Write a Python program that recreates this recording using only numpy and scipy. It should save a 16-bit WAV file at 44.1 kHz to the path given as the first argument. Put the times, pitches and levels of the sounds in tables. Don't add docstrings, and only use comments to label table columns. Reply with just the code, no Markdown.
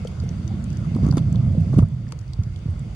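import sys
import numpy as np
from scipy import signal
from scipy.fft import rfft, irfft, next_fast_len
from scipy.io import wavfile
from scipy.ndimage import uniform_filter1d

SR = 44100
rng = np.random.default_rng(int(sys.argv[2]) if len(sys.argv) > 2 else 0)


def wrap_up_sound(samples):
    columns = np.atleast_2d(samples).T
    tamed = np.clip(columns, -1, 1)
    steps = np.round(tamed * 32767).astype(np.int16)
    wavfile.write(sys.argv[1], SR, steps)


def voltage_ratio(decibels):
    exponent = np.asarray(decibels, float) / 20
    return 10 ** exponent


N = 130095


def unit(x):
    return x / np.sqrt(np.mean(x ** 2) + 1e-20)


def steady(x):
    return x / np.sqrt(np.abs(uniform_filter1d(x ** 2, size=3000)) + 1e-20)


def along(points, hz):
    f, v = np.transpose(points)
    return np.interp(np.log(hz + 1), np.log(f + 1), v)


def curves(rows):
    s, *cols = np.transpose(rows)
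    return [np.interp(np.arange(N) / SR, s, c) for c in cols]


def filtered(x, response):
    m = next_fast_len(x.shape[-1] + 8192)
    return irfft(rfft(x, m) * response(np.fft.rfftfreq(m, 1 / SR)), m)[..., :x.shape[-1]]


def peak(f, hz, width_hz):
    return 1j * f * width_hz / (hz * hz - f * f + 1j * f * width_hz + 1e-9)


def dull(f):
    ratio = f / 9760
    return 1 / (1 - ratio ** 2 + 1j * ratio) ** 3


def rings(start_s, db, hz, t60, rise, size, soft=0.21):
    t = np.arange(size) / SR
    hz, t60 = hz[:, None], t60[:, None]
    tone = np.sin(2 * np.pi * hz * t * (1 + rise * t / t60))
    decay = voltage_ratio(db[:, None] - 60 * t / t60)
    wave = tone * decay * (1 - np.exp(-hz * t / soft))
    at = np.round(start_s * SR).astype(int)[:, None] + np.arange(size)
    return np.bincount(at.ravel(), wave.ravel(), N + size + SR)[:N]


def add_burst(out, s, db, pan_db, t60, colour):
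    rise_s, echo_db, echo_t60 = .0004, -20, .035
    shared, spike, reef_lag_s = 1.23, 2.97, .00008
    t = np.arange(SR // 20) / SR
    noise = rng.standard_normal((3, len(t)))
    decay = voltage_ratio(-60 * t / t60) + voltage_ratio(echo_db - 60 * t / echo_t60)
    burst = (noise[:2] + shared * noise[2]) * (1 - np.exp(-t / rise_s)) * decay
    burst[:, 8:10] += spike * np.array([1, -1])
    lag_s = reef_lag_s * noise[2, -1] * np.array([[.5], [-.5]])
    burst = filtered(burst, lambda f: colour(f) * np.exp(2j * np.pi * f * lag_s))
    level = voltage_ratio(db + np.array([[pan_db], [-pan_db]]) / 2)
    burst = burst / np.abs(burst).max(axis=1, keepdims=True) * level
    out[:, round(s * SR):][:, :len(t)] += burst


# [t/s, level/dB, case pitch f/Hz]
SURGE = [(0, -24.5, 87.6), (.16, -32, 105), (.22, -25, 111), (.45, -24.5, 132), (.9, -22.5, 137.4),
         (1.07, -15, 148.6), (1.2, -16, 145), (1.25, -19.5, 127), (1.4, -16.5, 136.3), (1.7, -18, 118.5),
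         (1.84, -18, 114.5), (1.88, -28, 128), (2.12, -30, 137), (2.22, -39.5, 91), (2.55, -34, 94.3),
         (2.75, -30, 116), (2.84, -29, 102), (2.95, -33.5, 105)]


def surge():
    return curves(SURGE)


def pushes(level_db, pitch_hz):
    count, pitch_spread, cycles, size_spread_db = 1500, 0.44, 4.3, 2
    edge_hz, push_db = 278, -4
    draw = rng.random((count, 2))
    at = draw[:, 0] * N
    hz = pitch_hz[at.astype(int)] * np.exp(pitch_spread * rng.standard_normal(count))
    size_db = -size_spread_db * np.log(draw[:, 1] + 0.02)
    swings = rings(at / SR, size_db, hz, 3 * cycles / hz, rise=0, size=3000)
    swings = filtered(swings, lambda f: 1 / (1 + (f / edge_hz) ** 8))
    return voltage_ratio(level_db + push_db) * steady(swings)


# [f/Hz, level/dB per Hz]
CHURN_SPECTRUM = [(25, -27), (125, 4.5), (210, -4.5), (280, -27), (420, -30), (680, -28.5), (900, -55.5),
                  (1600, -91)]


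def turbulence():
    return filtered(rng.standard_normal((2, N)), lambda f: voltage_ratio(along(CHURN_SPECTRUM, f)))


def churn(flow, level_db):
    churn_db, growth = -5.5, 1
    mean_db = level_db.mean()
    return voltage_ratio(churn_db + mean_db + growth * (level_db - mean_db)) * steady(flow)


# [t/s, level/dB]
SWELL = [
    (0, -34.5),
    (1.2, -34.5),
    (1.9, -43.5),
    (2.2, -31.5),
    (2.45, -29),
    (2.95, -31),
]


def swell(flow):
    hz = 36.2
    return voltage_ratio(curves(SWELL)[0]) * unit(filtered(flow, lambda f: peak(f, hz, hz) ** 3))


# [t/s, level/dB]
GAIN = [
    (0, -52),
    (1.05, -51.5),
    (1.25, -52.5),
    (1.72, -52),
    (1.82, -58),
    (2.5, -56),
    (2.95, -53.5),
]


def gain_db():
    return curves(GAIN)[0]


def case_air():
    hz, width_hz, air_db = 323, 41.6, -1
    hum = unit(filtered(rng.standard_normal(N), lambda f: peak(f, hz, width_hz) ** 2))
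    return voltage_ratio(gain_db() + air_db) * hum


# [f/Hz, level/dB per Hz]
HISS = [(240, -45), (400, -5), (650, -9.5), (1000, -13.5), (1700, -20), (5000, -27), (9500, -34),
        (12000, -55), (16500, -46)]


def reef_hiss():
    patchy_db, shared, hiss_db = 2.15, 0.067, 3
    crackles, crackle_db, spread_db = 700, -13, 4
    draw = rng.random((crackles, 4))
    far = np.zeros((2, N))
    at = (draw[:, 0] * (N - 9)).astype(int)
    far[:, at] = voltage_ratio(-spread_db * np.log(draw[:, 1] + 0.045)) * (draw[:, 2:].T - .5)
    z = signal.stft(rng.standard_normal((2, N)), nperseg=512)[2]
    field = uniform_filter1d(rng.standard_normal(z.shape), 6, axis=1)
    field = uniform_filter1d(field, 12, axis=2)
    wash = signal.istft(z * voltage_ratio(patchy_db * unit(field)), nperseg=512)[1][:, :N]
    wash = wash + shared * wash[::-1]
    hiss = unit(wash) + voltage_ratio(crackle_db) * unit(far)
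    hiss = filtered(hiss, lambda f: voltage_ratio(along(HISS, f) - along(HISS, 5410)))
    return voltage_ratio(gain_db() + hiss_db) * hiss


# [f/Hz, level/dB]
HUM = [
    (2009, -78.5),
    (10037, -105.5),
    (15734, -90),
]


def electronics():
    t = np.arange(N) / SR
    return sum(voltage_ratio(db + 3.5) * np.sin(2 * np.pi * hz * t) for hz, db in HUM)


# [t/s, peak level/dB, centre f/Hz, left-right level/dB]
SNAPS = [(0.048, -36.5, 7140, -1.5), (0.0724, -29, 3140, 2), (0.2004, -34, 4560, -1),
         (0.238, -40.5, 9300, 9), (0.2903, -29, 6080, -2.5), (0.477, -33, 6400, 7.5),
         (0.6408, -32, 8200, 2.5), (0.7024, -35, 6200, -2), (0.7289, -36.5, 6460, -4.5),
         (0.7705, -34, 6420, 1), (1.111, -25.5, 4330, -9), (1.3267, -32.5, 7330, 6),
         (1.357, -31.5, 3420, 4), (1.6064, -41.5, 9000, 4), (1.8861, -42.5, 9200, 0),
         (2.0814, -46, 5020, 11), (2.1088, -43, 6700, 2), (2.122, -31, 4150, 7), (2.1896, -37, 7000, 6.5),
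         (2.1972, -48, 9860, 7), (2.3336, -29.5, 4200, -3.5), (2.4347, -32, 6340, -1),
         (2.5601, -35.5, 3250, -5.5), (2.7063, -45, 9000, -1), (2.7935, -38, 7700, 2.5),
         (0.078, -36, 9200, 1), (1.858, -49.5, 8700, 0), (2.088, -41, 7000, -2), (2.133, -51, 4100, 8),
         (2.212, -41.5, 5200, 1), (2.279, -44.5, 4500, -4), (2.301, -47.5, 3500, 0),
         (2.589, -44.5, 6500, 0.5)]


def shrimp_snaps():
    t60, width, flat = 0.01, 0.34, 0.36
    out = np.zeros((2, N + SR))
    for s, db, hz, pan_db in SNAPS:
        add_burst(out, s, db, pan_db, t60,
                  lambda f: peak(f, hz, width * hz) ** 2 + flat * peak(f, 4300, 2300) * dull(f))
    return out[:, :N]


# [t/s, peak level/dB, pitch f/Hz, t60/s, left-right level/dB]
BUBBLES = [(0.0508, -21.5, 483, 0.033, 8), (.05, -40, 1200, 0.016, 3), (0.459, -37, 324.5, 0.31, -5),
           (.505, -40.5, 773, 0.089, -6.5), (.535, -33, 334, 0.1, -2), (0.698, -44.5, 332, 0.37, -4.5),
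           (0.846, -47, 1220, 0.032, 25.5), (.987, -27, 540, .02, -3), (1.347, -35, 1040, 0.014, 1),
           (1.549, -28.5, 530, 0.044, 3.5), (2.068, -44.5, 1750, 0.015, -7), (2.132, -36, 485, 0.025, 12),
           (.236, -30, 437, 0.032, 6), (.263, -37.5, 700, 0.016, -4), (0.305, -35, 390, 0.049, 8),
           (.329, -37, 584, 0.012, 3), (1.576, -36, 600, 0.029, -1), (2.682, -36.5, 463, 0.021, -6)]


def bubbles():
    s, db, hz, t60, pan_db = np.transpose(BUBBLES)
    return np.array([rings(s, db + side * pan_db / 2, hz, t60, rise=0.012, size=8192) for side in (1, -1)])


# [t/s, peak level/dB, low crunch relative level/dB, centre f/Hz]
BITES = [(0.9482, -31, -15, 3380), (.963, -40, 6, 9000), (1.036, -36, -3, 4800), (1.0651, -31, -6, 5860),
         (1.077, -45.5, 9, 9100), (1.0865, -33.5, 0, 5900), (1.124, -33, 1, 4700),
         (1.136, -38.5, 4.5, 9700), (1.154, -37, 1, 8700), (1.1704, -22, -5, 6100),
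         (1.1747, -30.5, 2.5, 4670), (1.181, -20, -15.5, 3420), (1.191, -33.5, -21, 2900),
         (1.7273, -40, 4, 9000), (1.7413, -35, -0.5, 4820), (1.7845, -26.5, -4.5, 9700),
         (1.7895, -26.5, -0.5, 2770), (1.799, -33.5, -12, 3220), (1.8224, -41, 6, 9000),
         (1.83, -43, 8, 3500), (2.1216, -25, -9.5, 2200), (.113, -41.5, -2, 2500), (1.045, -39, -9, 5000),
         (1.051, -36.5, 4, 4830), (1.059, -49, 12.5, 6000), (1.187, -30.5, -12, 8400),
         (1.7316, -44.5, 6, 4600), (1.76, -48, 6, 5160), (1.775, -48, 10, 5400), (1.804, -44, -1, 5150)]
CRUNCH_HZ = 1120


def bites():
    tick_t60, tick_pan_db, width, flat = .0075, -3, 0.19, 0.68
    leak = 0.059
    crunch_late_s, crunch_t60, low, low_hz = .0012, 0.021, 1.46, 626

    def crunch(f):
        return peak(f, CRUNCH_HZ, 520) ** 2 - low * peak(f, low_hz, 500) ** 2

    out = np.zeros((2, N + SR))
    for s, db, low_db, hz in BITES:
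        add_burst(out, s, db, tick_pan_db, tick_t60,
                  lambda f: (peak(f, hz, width * hz) + flat * peak(f, 2300, 5000)) * (dull(f) + leak))
        add_burst(out, s + crunch_late_s, db + low_db + 7.5, 0, crunch_t60, crunch)
    return out[:, :N]


# [t/s, peak level/dB, pitch f/Hz, t60/s]
THUMPS = [(0.195, -19.5, 95, 0.19), (0.609, -17, 128.4, 0.088), (0.961, -9.5, 247.5, 0.042),
          (1.065, -11, 259, 0.035), (1.087, -13, 286, 0.032), (1.171, -7, 313, 0.015),
          (1.575, -13, 178.3, 0.16), (1.739, -3.5, 218, 0.015), (1.763, -5, 120.7, 0.15),
          (1.7862, 2.5, 210, 0.031), (1.7912, -0.5, 83, 0.065), (1.826, -3.5, 111.4, 0.087),
          (2.296, -17, 89.5, 0.12), (2.389, -8, 105.4, 0.079), (2.414, -22, 167, 0.078),
          (2.467, -14.5, 113, 0.056), (2.658, -10, 145, 0.052), (2.685, -13, 98, 0.099),
          (1.032, -13, 258, 0.031), (1.123, -28, 324, 0.018), (1.776, -3.5, 207, 0.022),
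          (1.822, -16, 337, 0.016), (1.914, -22, 140.8, 0.19), (1.999, -25, 115.6, 0.15),
          (2.045, -23.5, 120, 0.15), (2.101, -26, 108, 0.084), (2.798, -30.5, 98.5, 0.45),
          (.515, -21.5, 186, 0.11), (0.941, -14, 128, 0.091), (1.045, -15, 204, 0.063),
          (1.1, -11.5, 183, 0.042)]


def thumps():
    s, db, hz, t60 = np.transpose(THUMPS)
    return rings(s, db + 2.5, hz, t60, rise=-0.24, size=8192, soft=0.33)


# [t/s, length/s, level/dB]
SCRAPES = [
    (1.027, .053, -47),
    (1.168, 0.016, -36.5),
    (1.731, .082, -49.5),
]


def scrapes():
    grit_per_s = 2200
    t = np.arange(N) / SR
    level = sum(voltage_ratio(db) * (np.abs(t - s - length / 2) < length / 2) for s, length, db in SCRAPES)
    grit = (rng.random(N) < grit_per_s / SR) * rng.standard_normal((2, N)) * rng.standard_normal(N)
    grit = filtered(grit, lambda f: peak(f, 2600, 6800) * dull(f) + 6.4 * peak(f, CRUNCH_HZ, CRUNCH_HZ) ** 2)
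    return level * unit(grit)


def rumble():
    unlike, unlike_hz = 0.73, 700
    right_lead_s, right_bass_db = .00009, 2.5
    level_db, pitch_hz = surge()
    flow = turbulence()
    churning = churn(flow, level_db)
    mid = pushes(level_db, pitch_hz) + churning[0] + thumps() + swell(flow[1]) + case_air()
    side = filtered(churning[1], lambda f: unlike * f / (f + unlike_hz))
    right = filtered(mid - side, lambda f: np.exp(2j * np.pi * f * right_lead_s))
    return np.array([mid + side, right]) * voltage_ratio([[-right_bass_db / 2], [right_bass_db / 2]])


# [f/Hz, width/Hz, level/dB]
LEFT_PORT = [(1368, 205, 7.5), (2740, 890, 5), (6070, 660, 6), (9000, 850, 1.5)]
RIGHT_PORT = [(2137, 140, 10.1), (7000, 370, 4.4), (9200, 1200, 3.1)]
BOTH_PORTS = [(3500, 270, 3.5), (4080, 310, -4), (4650, 290, 7.5)]


def ports(x):
    def mode(f, hz, width_hz, db):
        return (voltage_ratio(db) - 1) * peak(f, hz, width_hz)

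    def colour(f, table):
        own = 1 + sum(mode(f, *row) for row in table)
        common = np.prod([1 + mode(f, *row) for row in BOTH_PORTS], axis=0)
        return .5 * own * common

    left = filtered(x[0], lambda f: colour(f, LEFT_PORT))
    right = filtered(x[1], lambda f: colour(f, RIGHT_PORT))
    return np.array([left, right])


def scene():
    reef = reef_hiss() + shrimp_snaps() + bites() + scrapes()
    return rumble() + bubbles() + ports(reef)


def roll_off(x):
    return signal.sosfilt(signal.butter(12, 16260, fs=SR, output="sos"), x)


def record(dry):
    bass_cut_hz, clip_hardness, band_hz = 79.5, 9, 16000
    x = filtered(dry, lambda f: 1j * f / bass_cut_hz * peak(f, bass_cut_hz, bass_cut_hz))
    x = x + electronics()
    x = x / (1 + np.abs(x) ** clip_hardness) ** (1 / clip_hardness)
    mix = filtered(x, lambda f: f < band_hz)
    return roll_off(mix)


dry = scene()
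out = record(dry)
wrap_up_sound(out)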